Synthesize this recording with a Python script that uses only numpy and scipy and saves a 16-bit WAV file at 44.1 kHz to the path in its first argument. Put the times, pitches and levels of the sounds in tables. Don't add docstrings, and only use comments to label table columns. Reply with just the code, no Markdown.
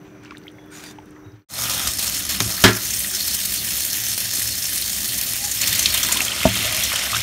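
import sys
import numpy as np
from scipy import signal
from scipy.io import wavfile
from scipy.ndimage import uniform_filter1d

SR = 44100
rng = np.random.default_rng(int(sys.argv[2]) if len(sys.argv) > 2 else 0)


def inscribe(sig):
    pcm = np.round(np.clip(np.atleast_2d(sig).T, -1, 1) * 32767)
    wavfile.write(sys.argv[1], SR, pcm.astype(np.int16))


def invert_db(level):
    return 10 ** (np.asarray(level, dtype=float) / 20)


N = 318402
TIME = np.arange(N) / SR

# frequency_hz, density_db
STOVE_SPECTRUM = [(18, -69), (30, -17), (112, -13), (194, -9), (266, -22.5), (303, 36), (336, -17),
                  (394, -17.5), (526, -21), (569, -20.5), (1960, -31), (5040, -61), (5900, -25),
                  (6720, -49), (16000, -45.5)]
# frequency_hz, width_hz, level_db
HUM_RESONANCES = [(5960, 450, -66.5), (117.2, 5.1, -57), (304, 180, -53.5), (1490, 530, -59.5)]
# frequency_hz, level_db
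FAN_TONES = [(301.5, -46.5), (387.6, -53.5)]
# start_s, end_s, frequency_hz, width_hz, level_db
STEAM_WHISTLES = [(0.038, .26, 2400, 130, -66), (0.56, 0.73, 3400, 130, -63), (1.24, 1.35, 3800, 150, -65),
                  (1.06, 1.1, 3700, 120, -68), (0.026, .3, 1600, 110, -72), (1.1, 2.1, 1300, 110, -64),
                  (1.3, 1.4, 1100, 76, -73), (0.42, 0.57, 2100, 200, -64), (.22, 0.37, 2300, 120, -60),
                  (.9, 1.3, 1800, 50, -81), (1.27, 1.42, 106, 17, -40)]
# start_s, level_db
STIRS = [
    (0, -60),
    (.225, -46.5),
    (.55, -74),
    (.72, -66),
    (.9, -58),
    (1.33, -54),
]
# start_s, peak_db, pitch_hz, ring_cycles
DRIPS = [(.121, -43, 624, 16), (.242, -35, 2400, 14), (.249, -32, 1500, 14), (.257, -30, 2700, 14),
         (.3085, -32, 5000, 20), (.45, -38, 805, 16), (.5, -38, 3300, 20), (.64, -45, 1410, 18),
         (.67, -42, 2300, 16), (.868, -37, 1960, 14), (1.029, -42, 1560, 18), (1.25, -50, 641, 16),
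         (.2495, -31, 5200, 14), (.278, -38, 2480, 20), (0.3082, -19, 2470, 12), (0.309, -26, 1350, 21),
         (0.32, -27.5, 1120, 25), (.345, -33, 2100, 16), (.350, -26.5, 1720, 18), (0.371, -20.5, 3580, 11),
         (.437, -36, 4500, 15), (.468, -30, 2110, 28), (0.4805, -23, 3130, 29), (.585, -35.5, 2080, 33),
         (0.985, -28, 855, 29), (.986, -30, 2880, 15), (1.163, -37, 1900, 27), (1.166, -37, 1150, 18),
         (1.32, -43, 5000, 30), (1.42, -42, 4300, 45), (.987, -35, 2200, 14)]
# start_s, peak_db, pitch_hz
BUBBLE_TICKS = [(0.2339, -42, 7350), (0.2474, -44, 6760), (0.3704, -43, 8160), (0.3805, -34, 8330),
                (0.4369, -50, 6600), (0.4589, -43, 13100), (0.4713, -40, 12300), (0.5157, -44, 8860),
                (0.5546, -49, 13000), (0.5726, -46, 14700), (0.6604, -45, 15400), (0.679, -50, 14300),
                (1.0565, -42, 12800), (1.0914, -51, 14000), (1.107, -39, 9390)]
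# start_s, end_s
SCRAPE_SPAN = [0.706, 0.908]
# start_s, level_db
CATCHES = [
    (0.705, -62),
    (.735, -63),
    (.7646, -56),
    (0.837, -48),
    (.862, -56),
    (.91, -57),
]
# frequency_hz, width_hz, level_db
POT_WALL_MODES = [(1350, 1600, 16.5), (2380, 250, 1), (3600, 650, 7), (4670, 1300, 5), (5930, 450, 1),
                  (6600, 360, 9), (8500, 460, -8), (9450, 500, 1), (11100, 600, -10), (12600, 600, -8)]
# start_s, end_s, frequency_hz, width_hz, level_db
SQUEALS = [(.715, .74, 1430, 200, -53), (.715, .75, 2350, 250, -58), (.72, .76, 8500, 250, -60),
           (.74, .795, 6850, 200, -56), (.77, .8, 6000, 300, -57), (.88, .91, 3600, 220, -58),
           (.845, .86, 2400, 300, -57), (.84, .91, 4700, 200, -59), (.87, .91, 5900, 180, -57),
           (.85, .9, 9500, 300, -63)]
# out_start_s, out_end_s, in_start_s, in_end_s
FADE_CORNERS = [1.27, 1.45, 1.486, 1.601]
# time_s, plunge into standing water 0-1, pour from the pot 0-1, noodles softening the fall 0-1
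SINK_STATE = [(1.6, 0.9, 0.15, 0.5), (1.72, 1, 0.52, 0.4), (1.88, 0.85, 0.3, 0.2), (1.92, 0.52, 0.14, 0.1),
              (2.35, 0.72, 0.65, 0.2), (2.5, 0.7, 0, 0.24), (2.9, 0.22, 0.24, 0), (5.605, 0.21, 0.29, 0.07),
              (5.615, 0.6, 0.92, 0.1), (6.24, 0.9, 0.78, 0.48), (6.29, 0.86, 0.71, 0.86),
              (6.6, 0.99, 1, 0.56), (6.9, 0.7, 0.89, 0.63), (6.93, 1, 0.69, 1), (7.18, 0.8, 0.91, 0.7),
              (7.22, 0.6, 0.85, 1)]
# tap_alone_db, full_plunge_gain_db, full_pour_gain_db, full_noodles_gain_db
WATER_LAYERS = [
    (-25.5, 1, 3, -3),
    (-33, 2.5, 6.5, -1.5),
    (-49, 14, 0, 0.5),
    (-43, 7.5, 4, -7),
]
LAYER_SPLITS = [420, 1600, 4500]
# start_s, free_s, depth_db
CHOKES = [(1.89, 1.986, 4.5), (2.07, 2.292, 5.5), (2.287, 2.399, 5), (4.107, 4.176, 2.5), (4.226, 4.327, 2),
          (4.44, 4.63, 1.5), (5.778, 5.854, 1), (6.903, 6.926, 5.5)]
# start_s, rumble_gain_db
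SHAKES = [
    (2.405, 12),
    (2.64, 15),
    (6.455, 9),
]
# start_s, hold_s, depth_db
DUCKS = [
    (2.65, 0.16, 2.8),
    (6.46, 0.074, 2.2),
]
# frequency_hz, density_db
JET_SPECTRUM = [(18, -40), (30, -8.5), (70, 2.5), (118, -3.5), (141, -6), (189, 0), (374, -15),
                (449, -11.5), (632, -9), (889, -15), (1960, -11.5), (3980, -5), (5310, -9.5), (12600, -4.5),
                (16000, -15)]
# frequency_hz, width_hz, level_db
BOWL_RESONANCES = [(67.5, 23, 0), (111, 4.5, 13.5), (194, 17, 2), (288, 61, 1), (370, 75, 3.5),
                   (530, 30, -6), (640, 115, -8.5), (1230, 15, -0.5), (1794, 340, -0.5), (3050, 42, -5.5),
                   (3700, 84, -5), (4370, 530, 1.5), (5340, 240, 3), (5580, 110, -8), (6200, 150, 0),
                   (6760, 110, -5), (9490, 160, -4.5)]
# start_s, peak_db, pitch_hz
SLAPS = [(1.526, -21, 5500), (1.582, -10, 3750), (1.696, -5, 4360), (1.872, -3, 4700), (1.993, -8, 3920),
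         (2.025, -9, 8600), (2.144, -6.5, 5300), (2.294, -19, 5070), (3.148, -6.5, 5200),
         (3.2445, -24, 6550), (4.177, -10, 5270), (4.355, -8.5, 8600), (4.623, -8, 5130),
         (4.82, -6.5, 4200), (5.144, -15, 6040), (5.336, -14, 5200), (5.448, -8, 6140), (5.513, -6, 6730),
         (5.614, -3.5, 6700), (5.672, -2, 6250), (5.727, -2.5, 3600), (5.7524, -4.5, 6600),
         (5.7913, -1.5, 6140), (5.943, -3.5, 3600), (5.974, -3, 3100), (6.03, -1, 5960), (6.122, 0.5, 6860),
         (6.836, -2.5, 5960), (6.918, -3.5, 2190), (6.958, -3, 3060)]
# start_s, peak_db, pitch_hz
MORE_SLAPS = [(2.9047, -7, 6260), (2.9347, -8, 6940), (3.003, -10, 10100), (3.192, -13, 5660),
              (3.277, -11, 5040), (3.348, -10, 8200), (3.5582, -9, 6300), (3.671, -13, 5260), (3.787, -16, 6240),
              (3.9404, -10, 3300), (3.9853, -25, 4140), (4.242, -18, 5140), (4.374, -17, 4370),
              (4.6536, -17, 5500), (4.93, -9, 5200), (5.179, -7, 11100), (5.2823, -19, 5330), (5.764, -11, 3960),
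              (5.8265, -3.5, 6160), (5.9403, -5, 8800), (5.9725, -13, 9000), (6.1696, -1.5, 3220),
              (6.216, -4.5, 6570), (6.249, -5.5, 7000), (6.4295, -4, 2060), (6.6854, -19, 3470)]
# start_s, peak_db, pitch_hz
GLUGS = [(3.013, -38, 586), (3.136, -21, 1450), (3.276, -25, 1380), (3.447, -35, 1230), (4.929, -35, 730),
         (5.054, -33, 1430), (5.44, -27, 790), (5.667, -26, 1400), (5.791, -40, 1300), (5.947, -19, 1020),
         (6.003, -29, 1280), (6.09, -17, 980), (6.11, -16, 970), (6.159, -16, 1000), (6.212, -20.5, 780),
         (6.301, -25, 1450)]
# start_s, peak_db, pitch_hz, length_s, rise (ratio)
SMACK = [
    (5.858, 7, 3050, .0095, 1.5),
]
# start_s, peak_db, pitch_hz, length_s
GURGLES = [(1.869, -23, 1190, 0.037), (3.045, -18.5, 1840, 0.021), (4.416, -19, 1860, 0.016),
           (5.634, -11, 2470, 0.016), (5.868, -14, 3140, 0.018), (6.03, -10.5, 3180, 0.013),
           (6.127, -14.5, 2070, 0.019), (6.2042, -4, 2100, 0.008), (6.205, -6.5, 2540, 0.017),
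           (6.281, -13, 3110, 0.026), (6.318, -9, 2970, 0.016), (6.554, -15, 3300, .016),
           (6.61, -13, 2590, 0.014), (6.647, -19, 2570, .018), (6.755, -25, 2400, 0.02),
           (6.78, -15, 2340, 0.024), (7.09, -18, 3520, .014), (6.826, -11, 3200, 0.013),
           (6.918, -10, 1110, 0.011), (6.936, 4, 765, 0.0038), (7.131, -13, 1160, 0.026),
           (7.146, -10, 1260, 0.019), (7.147, -6, 3520, 0.01), (7.163, -9.5, 1470, 0.014),
           (7.164, -16, 3050, 0.016)]
# start_s, peak_db
NEEDLES = [(1.6971, -15), (1.9929, -5), (2.2962, -11), (2.403, -11), (2.5934, -16), (2.624, -9),
           (2.6394, 3.5), (3.0031, -12), (3.0635, -14), (3.2446, -12), (3.2777, -9), (3.6701, -12),
           (3.986, -10), (4.1784, -7), (4.2192, -7), (4.242, -11), (4.3546, -13), (5.3352, -5.5),
           (5.4461, -8), (5.6701, -14), (5.792, -8), (5.8217, -7), (5.9405, -7), (5.9724, -13),
           (6.1245, -4), (6.2054, -10), (6.5396, -11), (6.7254, -5.5), (6.8344, -10), (6.9601, -18)]
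# frequency_hz, width_hz, share (0-1)
REFLECTION_DIPS = [(475, 70, 0.38), (960, 55, 0.16), (3980, 170, 0.43), (4670, 660, 0.36), (7840, 350, .33)]
# start_s, end_s, frequency_hz, width_hz, level_db
DRAIN_GULPS = [(1.51, 1.7, 113, 15, -39.5), (3.13, 3.18, 377, 25, -42.5), (5.41, 5.5, 813, 50, -44),
               (7.11, 7.3, 110, 18, -36), (6.31, 6.40, 640, 90, -48), (6.63, 6.82, 612, 85, -38.5)]
# start_s, level_db, hardness (0-1)
TOUCH_BLOWS = [
    (2.4038, -9.5, 0.93),
    (2.411, 5.5, 0),
]
# frequency_hz, level_db, t60_s
BOWL_MODES = [(108.5, -13, 0.31), (204, -11, 0.14), (270, -5.5, 0.069), (393, -8, 0.047), (1630, 5, 0.036),
              (2340, -10, 0.18), (3600, 9, .02), (5250, -2, .04)]
# start_s, level_db, hardness (0-1)
DROP_BLOWS = [(2.639, -1, 1), (2.642, -2, 0.65), (2.6465, -5.5, 0.88), (2.652, -6.5, 0.66),
              (2.659, -2, 0.3), (2.665, -12, 0.4), (2.679, -6.5, 0.5), (2.69, 7, 0), (2.701, -29, 0.3),
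              (2.761, -16, 0.6)]
# frequency_hz, level_db, t60_s
TURNER_MODES = [(340, -14, 0.1), (417, -8, 0.09), (636, -12, 0.17), (700, -17, 0.08), (965, -14, .15),
                (1245, -14, .15), (1378, -8, 0.2), (1498, -4, .12), (1580, -4, 0.07), (1702, -4, 0.16),
                (1957, -11, 0.15), (2380, -14, 0.084), (2680, -13, .1), (3025, -6, 0.15), (3190, -3, .11),
                (3303, -7, .16), (3725, -10, 0.14), (4160, -15, 0.1), (4800, -15, .1), (6400, -13, .08)]
# start_s, level_db, hardness (0-1)
THUD_BLOWS = [
    (2.640, 2.5, 0.03),
    (2.6505, -0.5, 0),
]
# frequency_hz, level_db, t60_s
FLOOR_MODES = [(56, -4, .2), (111, -3, 0.3), (195, -3, .3), (217, -2, 0.18), (265, -2, 0.22),
               (320, -10, .2), (366, 1.5, 0.28), (1700, -9, .3), (3197, -12, 0.3)]
# start_s, level_db, hardness (0-1)
BUMP_BLOWS = [
    (6.4541, 0, 0.46),
    (6.4665, -16, 0.3),
    (6.482, -20, 0.1),
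]
# frequency_hz, level_db, t60_s
RIM_MODES = [(75, -12, 0.1), (110, -9, 0.3), (194.7, -4, 0.3), (250, 4, 0.07), (368, -4, 0.12),
             (645, 12, 0.045), (690, -8, 0.2), (896, 2, 0.09), (1080, -1, 0.04)]


def unit(x):
    return x / np.sqrt(np.mean(x ** 2) + 1e-20)


def curve(rows):
    s, *columns = np.transpose(rows)
    return [np.interp(TIME, s, c) for c in columns]


def decay(x, seconds):
    return signal.lfilter([1], [1, -np.exp(-1 / (seconds * SR))], x + 1e-18)


def strokes(rows, seconds):
    clicks = np.zeros(N)
    for s, size in rows:
        clicks[round(s * SR)] += size
    return decay(clicks, seconds)


def drift(rate):
    r = np.exp(-80 * np.pi * rate / SR)
    slow = signal.lfilter([1], [1, -2 * r, r * r], rng.standard_normal(N // 40 + 2002))[2000:]
    return np.interp(np.arange(N) / 40, np.arange(len(slow)), unit(slow))


def wander(depth_db):
    return invert_db(depth_db * drift(12))


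def resonance(x, hz, width):
    r = np.exp(-np.pi * width / SR)
    return signal.lfilter([(1 - r * r) / 2, 0, (r * r - 1) / 2], [1, -2 * r * np.cos(2 * np.pi * hz / SR), r * r], x)


def ring(clicks, hz, t60):
    r, w = invert_db(-60 / (t60 * SR)), 2 * np.pi * hz / SR
    return signal.lfilter([0, np.sin(w)], [1, -2 * r * np.cos(w), r * r], clicks + 1e-18)


def bands(spectrum):
    edges, white = 30 * 2 ** (np.arange(28) / 3), rng.standard_normal((2, N))
    hz_points, db_points = np.transpose(spectrum)
    for k, (low, high) in enumerate(zip(edges, np.append(edges[1:], 19000))):
        band = signal.sosfilt(signal.butter(2, [low, high], "band", fs=SR, output="sos"), white[k % 2])
        hz = np.sqrt(low * high)
        yield hz, band * invert_db(np.interp(np.log(hz), np.log(hz_points), db_points))


def narrow(hz, width):
    return unit(resonance(resonance(rng.standard_normal(N), hz, width), hz, width))


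def swells(rows):
    out = np.zeros(N)
    for start, end, hz, width, db in rows:
        t = np.arange(round((end - start + .034) * SR)) / SR
        noise = rng.standard_normal(len(t) + 4000)
        tone = unit(resonance(resonance(noise, hz, width), hz, width)[4000:])
        shape = np.clip(np.minimum(t / 0.037, (t[-1] - t) / 0.044), 0, 1)
        add(out, start - .02, invert_db(db) * tone * shape)
    return out


def impacts(per_s, spread_db, seconds):
    sizes = invert_db(spread_db * np.minimum(rng.exponential(1, N), 4))
    hits = sizes * (rng.random(N) < per_s / SR)
    return unit(decay(decay(hits, seconds), 0.3 * seconds))


def plop(peak_db, hz, seconds, rise, tone, noisy, spread, swell=0.26):
    t = np.arange(3000) / SR
    bubble = np.sin(2 * np.pi * hz * t * (1 + rise * t / seconds))
    bubble *= invert_db(-60 * t / seconds) * np.minimum(t * hz / 2.0, 1)
    splash = rng.standard_normal(len(t)) * invert_db(-60 * t / (4.8 * seconds)) * np.minimum(t / (swell * seconds), 1)
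    splash = resonance(resonance(splash, hz, spread * hz), hz, 2.8 * spread * hz)
    return invert_db(peak_db) * (tone * bubble + noisy * splash)


def add(track, s, sound):
    i = round(s * SR)
    track[i:i + len(sound)] += sound[:N - i]


def stove_air():
    air = unit(sum(band * invert_db(2.5 * drift(5.0)) for hz, band in bands(STOVE_SPECTRUM)))
    out = invert_db(-48) * air
    out += sum(invert_db(db) * narrow(hz, width) for hz, width, db in HUM_RESONANCES)
    for hz, db in FAN_TONES:
        phase = 2 * np.pi * np.cumsum(hz + 1.5 * drift(5)) / SR
        out += invert_db(db + 2.5 + 1.2 * drift(9)) * np.sin(phase)
    return out


def lapping():
    rest_db, rise_s, die_s = -64.5, 0.016, 0.089
    laps = (.7 + impacts(300, 1.2, .004)) * rng.standard_normal(N)
    laps = resonance(resonance(laps, 1380, 2500), 1500, 3100)
    stirs = [(s, invert_db(db)) for s, db in STIRS]
    return (invert_db(rest_db) + strokes(stirs, die_s) - strokes(stirs, rise_s)) * unit(laps)


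def steam():
    return swells(STEAM_WHISTLES) * invert_db(2.0 * drift(23))


def pot_drops():
    out = np.zeros(N)
    for s, db, hz, cycles in DRIPS:
        add(out, s, plop(db, hz, cycles / hz, rise=0.047, tone=1.18, noisy=0.41, spread=0.4))
    for s, db, hz in BUBBLE_TICKS:
        add(out, s, plop(db, hz, 31.0 / hz, rise=.1, tone=.3, noisy=0.93, spread=0.61))
    return out


def scrape():
    drag_db, attack_s, release_s, catch_die_s, squeal_db = -50, 0.037, 0.031, 0.0048, 10.5
    grit = (2.2 + impacts(450, 2.0, .0012)) * rng.standard_normal(N)
    wall = 0.58 * resonance(grit, 5500, 9600)
    wall += sum(invert_db(db) * wander(1.3) * resonance(grit, hz, width) for hz, width, db in POT_WALL_MODES)
    start, end = SCRAPE_SPAN
    drag = invert_db(drag_db) * np.interp(TIME, [start, start + attack_s, end, end + release_s], [0, 1, 1, 0])
    bites = strokes([(s, invert_db(db)) for s, db in CATCHES], catch_die_s)
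    squeals = swells([(*row, db + squeal_db) for *row, db in SQUEALS]) * invert_db(2.0 * drift(23))
    return invert_db(7.0) * (drag + bites) * unit(wall) + squeals


def water_levels():
    burst_share, burst_die_s = 0.97, 0.013
    fall_s, rise_s, shake_die_s = 0.064, 0.031, .11
    slop_choke = 0.3
    state = curve(SINK_STATE)
    choke = sum(db * np.interp(TIME, [a, b, b + 0.0025], [0, 1, 0]) for a, b, db in CHOKES)
    burst = burst_share * strokes([(free, db) for start, free, db in CHOKES], burst_die_s)
    duck = np.zeros(N)
    for s, hold, db in DUCKS:
        duck += db * np.interp(TIME, [s, s + fall_s, s + hold, s + hold + rise_s], [0, 1, 1, 0])
    levels = [db + np.dot(gains, state) + burst - choke - duck for db, *gains in WATER_LAYERS]
    levels[2] = levels[2] - slop_choke * uniform_filter1d(choke, size=2000)
    levels[3] = levels[3] + choke - burst + strokes(SHAKES, shake_die_s)
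    return levels


def water(levels):
    everywhere = impacts(70, 0.34, 0.0019)
    nearby = [impacts(260, 4.5, .0013) for k in range(10)]
    layers, (plunge, pour, noodles) = np.zeros((4, N)), curve(SINK_STATE)
    dulling, brightening = 9 * noodles, 5.5 * plunge
    for k, (hz, band) in enumerate(bands(JET_SPECTRUM)):
        grainy = np.interp(np.log(hz), np.log([300, 2000]), [.1, 1])
        bursts = 1 + grainy * (0.35 * everywhere + 0.33 * nearby[k // 3])
        layer = 3 - np.searchsorted(LAYER_SPLITS, hz)
        tilt_db = [-dulling * np.log2(hz / 7500), 0, brightening * np.log2(hz / 900), 0][layer]
        layers[layer] += band * bursts * invert_db(tilt_db + 1.33 * drift(9.0))
    bare = layers.copy()
    for hz, width, db in BOWL_RESONANCES:
        k = 3 - np.searchsorted(LAYER_SPLITS, hz)
        damped_db = db - 13.0 * noodles * (hz > 3500)
        layers[k] += invert_db(damped_db) * wander(3.2) * resonance(bare[k], hz, width)
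    return sum(invert_db(db) * unit(x) for x, db in zip(layers, levels))


def bubbles(levels):
    sizes = invert_db(0.63 * np.minimum(rng.exponential(1, N), 4)) * rng.choice([-1, 1], N)
    born = rng.random(N) < 600 * invert_db(4 * drift(12)) / SR
    pitches, dealt = np.geomspace(2000, 3900, 14), rng.integers(0, 14, N)
    rings = sum(ring(sizes * born * (dealt == k), hz, 31.0 / hz) for k, hz in enumerate(pitches))
    plunge, pour, noodles = curve(SINK_STATE)
    share_db = -13.5 + pour * (8.5 + 5.5 * noodles)
    out = invert_db(levels[1] + share_db) * unit(resonance(rings, 3200, 2800))
    for s, db, hz in SLAPS + MORE_SLAPS:
        add(out, s, plop(db - 5.5, hz, 0.014, rise=0.04, tone=0.74, noisy=1.15, spread=0.67, swell=0.29))
    for s, db, hz in GLUGS:
        add(out, s, plop(db - 0.5, hz, 44 / hz, rise=0.046, tone=0.57, noisy=0.52, spread=.4))
    for s, db, hz, seconds, rise in SMACK:
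        add(out, s, plop(db, hz, seconds, rise, tone=0.9, noisy=0.4, spread=0.7))
    for s, db, hz, seconds in GURGLES:
        add(out, s, plop(db, hz, seconds, rise=.12, tone=1.0, noisy=.4, spread=.6))
    return out


def crackle(levels):
    per_s, crackle_db, slap_snap_db = 83, -10, 21.5
    lag_s = 0.0024
    snaps = invert_db(4.5 * np.minimum(rng.exponential(1, N), 4)) * (rng.random(N) < per_s / SR)
    for start, free, db in CHOKES:
        snaps[round(free * SR)] = invert_db(-5.0 + 2.0 * db)
    for s, db, hz in SLAPS + MORE_SLAPS:
        snaps[round((s + lag_s) * SR)] = invert_db(slap_snap_db + db)
    snaps = decay(snaps, 0.00083) * rng.choice([-1, 1], N)
    return invert_db(levels[0] + crackle_db) * unit(resonance(snaps, 8300, 13000))


def needles():
    clicks = np.zeros(N)
    for s, db in NEEDLES:
        clicks[round(s * SR)] = invert_db(db + 3)
    return ring(clicks, 11000, .003) * (.8 + .3 * rng.standard_normal(N))


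def basin(x):
    for hz, width, share in REFLECTION_DIPS:
        x = x - share * resonance(x, hz, width)
    t = np.arange(4000) / SR
    echo = rng.standard_normal(len(t)) * invert_db(-60 * t / 0.14) * (t > .001)
    echo = resonance(echo, 5000, 9000)
    return x + invert_db(-15) * signal.fftconvolve(x, echo / np.linalg.norm(echo))[:N]


def knocks(blows, modes, body_db, crack_db, tail_s, contact_s):
    out, crack = np.zeros(N), np.zeros(N)
    chance = rng.normal(0, 1, (len(blows), len(modes)))
    start_s, level_db, hard = np.transpose(blows)
    at = [round(s * SR) for s in start_s]
    for (hz, db, t60), luck in zip(modes, chance.T):
        clicks = np.zeros(N)
        softness_db = 14.4 * (1 - hard) * np.log2(1 + hz / 800)
        clicks[at] = invert_db(level_db + db + 1.5 * luck - softness_db)
        out += ring(clicks, hz, t60)
    crack[at] = invert_db(level_db + crack_db) * hard
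    noise = rng.standard_normal(N)
    bright = resonance(noise, 2900, 5900) * decay(crack, 0.004)
    bright = decay(bright, contact_s) / (contact_s * SR + 1) * 2
    dull = resonance(noise, 1500, 1080) * decay(crack, tail_s)
    out = decay(out, contact_s) / (contact_s * SR)
    whole = invert_db(body_db) * out + bright + .55 * dull
    return signal.sosfilt(signal.butter(2, 50, "high", fs=SR, output="sos"), whole)


def scene():
    stove = stove_air() + lapping() + steam() + pot_drops() + scrape()
    levels = water_levels()
    sink = basin(water(levels) + bubbles(levels)) + swells(DRAIN_GULPS)
    sink += crackle(levels) + needles()
    sink += knocks(TOUCH_BLOWS, BOWL_MODES, body_db=-19.5, crack_db=1.5, tail_s=0.013, contact_s=.00003)
    sink += knocks(DROP_BLOWS, TURNER_MODES, body_db=-10.0, crack_db=-1.5, tail_s=0.036, contact_s=.00003)
    sink += knocks(THUD_BLOWS, FLOOR_MODES, body_db=-13.5, crack_db=-40, tail_s=0.02, contact_s=.00003)
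    sink += knocks(BUMP_BLOWS, RIM_MODES, body_db=-7.5, crack_db=-5.0, tail_s=0.022, contact_s=0.00019)
    first = np.interp(TIME, FADE_CORNERS[:2], [1, 0])
    second = np.interp(TIME, FADE_CORNERS[2:], [0, 1])
    return (first * stove + second * sink)[None]


def roll_off(x):
    return signal.sosfilt(signal.butter(12, 16380, fs=SR, output="sos"), x)


def record(dry):
    x = signal.sosfilt(signal.butter(4, 42, "high", fs=SR, output="sos"), dry)
    x = x - 0.5 * resonance(x, 10500, 1030)
    x = signal.sosfilt(signal.ellip(10, .3, 60, 15690, fs=SR, output="sos"), x)
    mix = np.clip(x, -1, 1)
    return roll_off(mix)


dry = scene()
out = record(dry)
inscribe(out)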